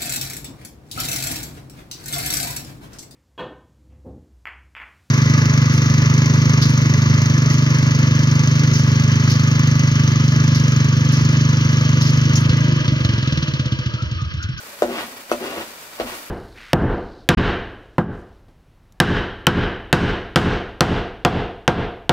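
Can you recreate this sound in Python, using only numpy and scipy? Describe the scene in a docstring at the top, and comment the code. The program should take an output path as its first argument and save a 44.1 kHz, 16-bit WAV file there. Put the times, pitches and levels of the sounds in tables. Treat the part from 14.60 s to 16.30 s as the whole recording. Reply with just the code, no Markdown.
"""Spice paste fries in a nonstick pan in a small kitchen: random pops and hiss make a sizzle throughout.
Three times a metal spoon lands with a dull knock: damped thuds and clacks, ringing pan tones and a noisy
crack, while the stove top booms softly. The spoon then judders (random slips shake the base) and scrapes
(random clicks of grit) with a wet, gritty sound. During each stroke the sizzle flares where hot metal is bared."""
import sys
import numpy as np
from scipy import signal
from scipy.fft import rfft, irfft
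from scipy.io import wavfile
from scipy.ndimage import uniform_filter1d

SR = 44100
rng = np.random.default_rng(int(sys.argv[2]) if len(sys.argv) > 2 else 0)


def store_pcm(level_fs):
    """Save levels as 16-bit WAV."""
    pcm = np.round(np.clip(level_fs, -1, 1) * 32767).astype(np.int16)
    wavfile.write(sys.argv[1], SR, np.atleast_2d(pcm).T)


N = 74970
T = np.arange(N) / SR  # time [s]

# All levels in the tables are relative to the other parts of the same sound.
# the spoon lands and rebounds: (time [s], thud level [dB], thud pitch [Hz], ring level [dB],
# clack level [dB], crack level [dB], top of the crack [Hz])
KNOCKS = [(0.2217, -0.5, 510, 1, -0.5, -3.5, 11100), (0.2302, -16, 507, -8, -30, -17, 6000),
          (0.2409, -22, 535, -13.5, -26, -29, 6000), (0.2514, -16, 525, -17, -24, -28, 5000),
          (0.7157, -5.5, 504, -1.5, 5.5, 0, 14900), (0.7212, -13.5, 453, -39, -8.5, -24, 9000),
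          (1.3992, -11, 475, -9, -24, -1, 4500), (1.4116, -14, 560, -21.5, -21, -20, 3500)]
# ringing tones of the pan, damped by the paste: (frequency [Hz], level [dB], time to fall 60 dB [s])
PAN_TONES = [(243.5, -0.5, 0.55), (352.6, 4.5, 0.22), (414, 3.5, 0.15), (494, -23, 0.15), (588.4, 8, 0.17),
             (675, -7, 0.49), (706, -38, 0.13), (860, 3, 0.067), (903, -26, 0.07), (1016, -5, 0.22),
             (1432, -5, 0.18), (1836, -6, 0.16), (2415, -19, 0.14), (2910, -29, 0.1)]
# colour of the contact crack: (frequency [Hz], level per Hz [dB])
CRACK_COLOUR = [(120, -33), (700, -3), (1200, 2.5), (1900, -2), (3000, -1.5), (4200, -6.5), (8000, -10),
                (15000, -16.5)]
# the spoon's drag, one list a stroke: (time [s], judder level [dB], judder pitch [Hz], scrape level [dB])
STROKES = [
    [(.2, -72, 334, -76), (.228, -23, 339, -46), (.262, -34, 260, -72), (.298, -28, 400, -38),
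     (.322, -26, 382, -38), (.34, -38, 357, -33.5), (.385, -31, 315, -29.5), (.43, -39.5, 287, -34.5),
     (.48, -45, 263, -50.5), (.6, -52.5, 283, -45)],
    [(.695, -56, 292, -35.5), (.725, -29, 281, -51), (.78, -48, 262, -57), (.81, -31, 362, -37.5),
     (.838, -29, 366, -34), (.91, -36.5, 298, -35), (.94, -34.5, 286, -37), (.98, -30.5, 330, -35),
     (1.022, -37.5, 376, -34), (1.045, -44, 295, -49), (1.17, -58, 295, -52)],
    [(1.375, -69, 300, -50), (1.405, -62, 353, -28), (1.44, -35, 292, -61), (1.47, -36, 265, -34),
     (1.49, -65, 340, -35.5), (1.53, -40, 397, -37.5), (1.575, -54.5, 313, -51), (1.63, -62, 322, -51.5),
     (1.7, -64, 320, -64)],
]
# the pan's base flexes under the slips: (frequency [Hz], width [Hz], level [dB])
BASE_FLEX = [(230, 22, -3.5), (329, 53, -12), (420, 29, -3), (513, 38, -5), (674, 27, -11.5)]
# colour of the scrape: (frequency [Hz], level per Hz [dB])
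SCRAPE_COLOUR = [(25, -33), (80, -2), (140, -13), (300, -3), (700, 2), (1100, 3), (1700, -6), (2600, -1.5),
                 (5000, -11.5), (9000, -38.5), (15000, -28)]
# the spoon sings faintly as it is dragged: (frequency [Hz], width [Hz], level [dB])
SPOON_TONES = [(1310, 18, -35), (2295, 40, -28), (4500, 110, -31), (5600, 21, -25)]
# vigour of the frying: (time [s], level [dB])
FRYING = [(0, -37.5), (.18, -37.5), (.3, -38.5), (.42, -34), (.54, -38), (.66, -39.5), (.8, -36.5),
          (1.0, -36), (1.15, -38), (1.3, -38.5), (1.44, -37), (1.53, -33), (1.62, -36.5), (1.7, -38.5)]
# colour of the sizzle: (frequency [Hz], level per Hz [dB])
SIZZLE_COLOUR = [(30, -6), (110, -5.5), (250, 2), (650, 3), (1400, 5.5), (2100, 0), (3300, 1), (4300, -1.5),
                 (5400, -2), (9600, -5), (11800, -4), (15500, -5.5)]
# the hollow of the pan colours the sizzle: (frequency [Hz], width [Hz], boost [dB])
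PAN_HOLLOW = [(565, 53, 5.5), (1530, 180, 0.5), (1930, 75, 5), (2340, 115, 6), (3270, 180, -3),
              (4630, 310, 3)]
# fresh paste spits on bared metal: (time of the peak [s], length [s], level [dB])
FLARES = [(.42, 0.046, -50), (.96, .09, -54), (1.546, 0.1, -48)]
# the stove top booms after each knock: (time [s], level [dB])
BOOMS = [(.222, -44), (.716, -46), (1.40, -37.5)]
# how alike left and right are in scattered sound: (frequency [Hz], likeness [-1 to 1])
LIKENESS = [(60, 0.79), (300, 1), (700, 0.73), (1300, -0.12), (2500, 0.15), (5000, -0.11), (15000, 0)]
# left minus right in scattered sound: (frequency [Hz], level difference [dB])
LEAN = [(100, 1.5), (250, 3), (600, -0.5), (1200, -2.5), (2400, 0.5), (4400, -0.9), (8100, 6), (11000, 0),
        (15000, -.8)]

# knocks; a spread is the ratio of a band's edge to its middle
THUD_DB, THUD_SPREAD = -1.5, 1.405
CLACK_HZ, CLACK_SPREAD, CLACK_DB = 1139, 1.26, -13.5
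RING_DB, RING_LOW_HZ = -26, 161
CRACK_DB, CRACK_DECAY_S = -21.5, 0.0025
# judder
SLIPS_PER_S, SLIP_SPREAD_DB = 760, 1.5
JUDDER_WIDTH_HZ, JUDDER_LOW_HZ = 36.3, 185
CHATTER_DB, FLEX_DB = -3, -1.5
# scrape
GRITS_PER_S, GRIT_SPREAD_DB = 1500, 3
CLUMP_HZ, CLUMP_DB = 97, 2.5
SCRAPE_DB, SCRAPE_RING_DB, SCRAPE_RING_LOW_HZ = -2.5, -9, 1170
# sizzle
POPS_PER_S, POP_SPREAD_DB, POP_DB, HISS_DB = 4000, 2, -7.5, -6.5
FLARE_LOW_HZ = 7000
FLUTTER_HZ, FLUTTER_DB = 22.5, 0.9
# stove
STOVE_HZ, STOVE_T60_S, STOVE_RISE_S, STOVE_RUMBLE_DB = 80.7, 0.44, 0.015, -3
# kitchen; the left is raised and the right lowered by LEFT_DB
LEFT_LEAD_S, LEFT_DB = 0.00017, 0.9
ROOM_T60_S, ROOM_GAP_S = 0.14, 0.0045
KNOCK_ROOM_DB, CRACK_ROOM_DB, JUDDER_ROOM_DB, SCRAPE_ROOM_DB = -7, 5, -7, 0
CUTOFF_HZ = 15680


def knocks():
    """Each landing: a short thud of the base, a clack of the spoon's bowl, the pan's ring and a brief crack."""
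    thuds, clacks, force, crack = 0, 0, 0, 0
    for s, thud_db, thud_hz, ring_db, clack_db, crack_db, top_hz in KNOCKS:
        thuds = thuds - from_db(THUD_DB + thud_db) * damped_blow(s, thud_hz, THUD_SPREAD)
        clacks = clacks - from_db(CLACK_DB + clack_db) * damped_blow(s, CLACK_HZ, CLACK_SPREAD)
        force = force - from_db(RING_DB + ring_db) * click(s)
        burst = dying(s, CRACK_DECAY_S) * rng.standard_normal(N)
        burst = butter(burst, min(top_hz, CUTOFF_HZ), "low")
        crack = crack + from_db(CRACK_DB + crack_db) * burst
    ringing = pan_ring(butter(force, RING_LOW_HZ, "high"))
    body = in_kitchen(thuds + clacks + ringing, KNOCK_ROOM_DB)
    return body + in_kitchen(colour(crack, CRACK_COLOUR), CRACK_ROOM_DB)


def damped_blow(s, hz, spread):
    """A click through a wide band: a tone that dies at once, with peak height 1."""
    band = signal.butter(3, [hz / spread, hz * spread], "band", fs=SR, output="sos")
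    wave = signal.sosfilt(band, click(s) + 1e-18)
    return wave / np.abs(wave).max()


def pan_ring(force):
    """A force on the pan sets all its tones ringing, each dying at its own pace."""
    return sum(from_db(db) * ring(force, hz, t60) for hz, db, t60 in PAN_TONES)


def drag():
    """While the spoon touches the pan, it judders over the base and scrapes through the grit."""
    s, judder_db, judder_hz, scrape_db = np.transpose(np.concatenate(STROKES))
    touching = sum((T >= stroke[0][0]) & (T <= stroke[-1][0]) for stroke in STROKES)
    shaking = touching * from_db(np.interp(T, s, judder_db)) * judder(np.interp(T, s, judder_hz))
    scraping = touching * from_db(np.interp(T, s, scrape_db)) * scrape()
    return in_kitchen(shaking, JUDDER_ROOM_DB) + in_kitchen(scraping, SCRAPE_ROOM_DB)


def judder(pitch_hz):
    """The spoon sticks and slips: the slips chatter at a wavering pitch and flex the base."""
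    slips = grains(SLIPS_PER_S, SLIP_SPREAD_DB)
    # keep only the slips' sound close to the moving pitch: shift it to 0 Hz, filter, shift back
    turn = np.exp(2j * np.pi * np.cumsum(pitch_hz) / SR)
    near_pitch = turn * butter(slips / turn, JUDDER_WIDTH_HZ / 2, "low")
    chatter = evened(np.real(near_pitch))
    flex = resonances(slips, BASE_FLEX)
    for _ in range(2):
        flex = butter(flex, JUDDER_LOW_HZ, "high")
    return from_db(CHATTER_DB) * chatter + from_db(FLEX_DB) * evened(flex)


def scrape():
    """Clumps of spice grit rasp under the spoon's edge and make pan and spoon ring."""
    clumps = from_db(CLUMP_DB * flutter(CLUMP_HZ))
    grit = evened(grains(GRITS_PER_S, GRIT_SPREAD_DB) * clumps)
    rasp = from_db(SCRAPE_DB) * colour(grit, SCRAPE_COLOUR)
    ringing = rms_one(pan_ring(butter(grit, SCRAPE_RING_LOW_HZ, "high")))
    return rasp + from_db(SCRAPE_RING_DB) * ringing + resonances(grit, SPOON_TONES)


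def sizzle():
    """Countless steam bubbles burst all over the pan as pops and hiss; each stroke adds a bright flare."""
    bursts = from_db(POP_DB) * pops() + from_db(HISS_DB) * rng.standard_normal((2, N))
    frying = rms_one(hollow(colour(scatter(bursts), SIZZLE_COLOUR)))
    steady = from_db(np.interp(T, *np.transpose(FRYING))) * frying
    swell = sum(from_db(db) * np.exp(-.5 * ((T - s) / length) ** 2) for s, length, db in FLARES)
    flare = swell * rms_one(butter(pops(), FLARE_LOW_HZ, "high"))
    return (steady + flare) * from_db(FLUTTER_DB * flutter(FLUTTER_HZ))


def pops():
    """Bursting bubbles: random clicks, drawn separately for left and right."""
    return np.array([grains(POPS_PER_S, POP_SPREAD_DB) for side in range(2)])


def hollow(x):
    """The air in the pan resonates and boosts some bands of the sizzle."""
    for hz, width, db in PAN_HOLLOW:
        boost = (from_db(db) - 1) * 2 * np.pi * width / SR
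        x = x + boost * ring(x, hz, width_to_t60(width))
    return x


def stove():
    """The stove top answers each knock with a low boom and a rumble that take a moment to build."""
    decay_s = STOVE_T60_S / np.log(1000)
    shake = sum(from_db(db) * (dying(s, decay_s) - dying(s, STOVE_RISE_S)) for s, db in BOOMS)
    boom = np.sin(2 * np.pi * STOVE_HZ * T)
    rumble = rms_one(butter(scatter(rng.standard_normal((2, N))), STOVE_HZ, "low"))
    return shake * (boom + from_db(STOVE_RUMBLE_DB) * rumble)


def in_kitchen(x, room_db):
    """Direct sound reaches the left first; tiled walls add a short wash of fading random echoes."""
    left = x * from_db(LEFT_DB)
    right = np.interp(T - LEFT_LEAD_S, T, x) / from_db(LEFT_DB)
    walls = scatter(rng.standard_normal((2, N))) * dying(ROOM_GAP_S, ROOM_T60_S / np.log(1000))
    wash = signal.fftconvolve(x[None], rms_one(walls) / np.sqrt(N))[:, :N]
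    return np.array([left, right]) + from_db(room_db) * wash


def scatter(pair):
    """Mix two unrelated signals into a left and right that are most alike in the bass."""
    hz = np.arange(N // 2 + 1) * SR / N
    angle = np.arcsin(np.clip(at_hz(LIKENESS, hz), -.99, .99)) / 2
    lean = from_db(at_hz(LEAN, hz) / 2)  # half of the difference on each side
    a, b = rfft(pair)
    left = lean * (a * np.cos(angle) + b * np.sin(angle))
    right = (b * np.cos(angle) + a * np.sin(angle)) / lean
    return irfft([left, right], N)


def ring(x, hz, t60):
    """One tone that a unit click sets ringing at height 1, falling 60 dB in t60 seconds."""
    r = np.exp(-np.log(1000) / (t60 * SR))
    w = 2 * np.pi * hz / SR
    return signal.lfilter([.5, 0, -.5], [1, -2 * r * np.cos(w), r * r], x + 1e-18)


def width_to_t60(width):
    """The wider a resonance [Hz], the sooner it falls by 60 dB [s]."""
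    return np.log(1000) / (np.pi * width)


def resonances(x, table):
    """Drive resonances listed as (frequency [Hz], width [Hz], rms level [dB])."""
    return sum(from_db(db) * rms_one(ring(x, hz, width_to_t60(width))) for hz, width, db in table)


def grains(per_s, spread_db):
    """Random clicks of uneven size and sign, with rms 1."""
    sizes = from_db(spread_db * np.minimum(rng.exponential(1, N), 5))
    signs = rng.choice([-1, 1], N)
    return rms_one(sizes * signs * (rng.random(N) < per_s / SR))


def flutter(top_hz):
    """A random wander with rms 1, mostly slower than top_hz."""
    wander = butter(rng.standard_normal(N + 8000), top_hz, "low")
    return rms_one(wander[8000:])  # skip the filter's start


def click(s):
    """A single sample of height 1 at time s."""
    return 1.0 * (np.arange(N) == int(s * SR))


def dying(s, decay_s):
    """A sudden start at time s, then an exponential fall."""
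    return (T >= s) * np.exp(-np.abs(T - s) / decay_s)


def evened(x):
    """Hold the level steady over about 30 ms."""
    return x / np.sqrt(np.abs(uniform_filter1d(x ** 2, size=1300)) + 1e-12)


def colour(x, spectrum):
    """Give a sound the listed spectrum, with no sound before its cause (minimum phase) and unit power gain."""
    size = 2 * N
    gain = rms_one(from_db(at_hz(spectrum, np.arange(N + 1) * SR / size)))
    cepstrum = irfft(np.log(gain))
    cepstrum[1:N] *= 2
    cepstrum[N + 1:] = 0
    return irfft(rfft(x, size) * np.exp(rfft(cepstrum)))[..., :N]


def butter(x, hz, kind):
    """Second-order filter that keeps the lows or the highs."""
    return signal.sosfilt(signal.butter(2, hz, kind, fs=SR, output="sos"), x + 1e-18)


def at_hz(points, hz):
    """Read a table between its points, on a log-frequency axis."""
    f, v = np.transpose(points)
    return np.interp(np.log(hz + 1e-9), np.log(f), v)


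def from_db(db):
    """Turn decibels into a gain."""
    return 10 ** (np.asarray(db) / 20)


def rms_one(x):
    """Scale to an rms level of 1."""
    return x / np.sqrt(np.mean(x ** 2) + 1e-20)


def scene():
    """Spoon and pan in front, frying oil and stove behind."""
    return knocks() + drag() + sizzle() + stove()


def record(dry):
    """Peaks stop at full scale; the top of the spectrum is cut steeply."""
    lowpass = signal.ellip(12, .1, 80, CUTOFF_HZ, fs=SR, output="sos")
    return signal.sosfilt(lowpass, np.clip(dry, -1, 1))


dry = scene()
out = record(dry)
store_pcm(out)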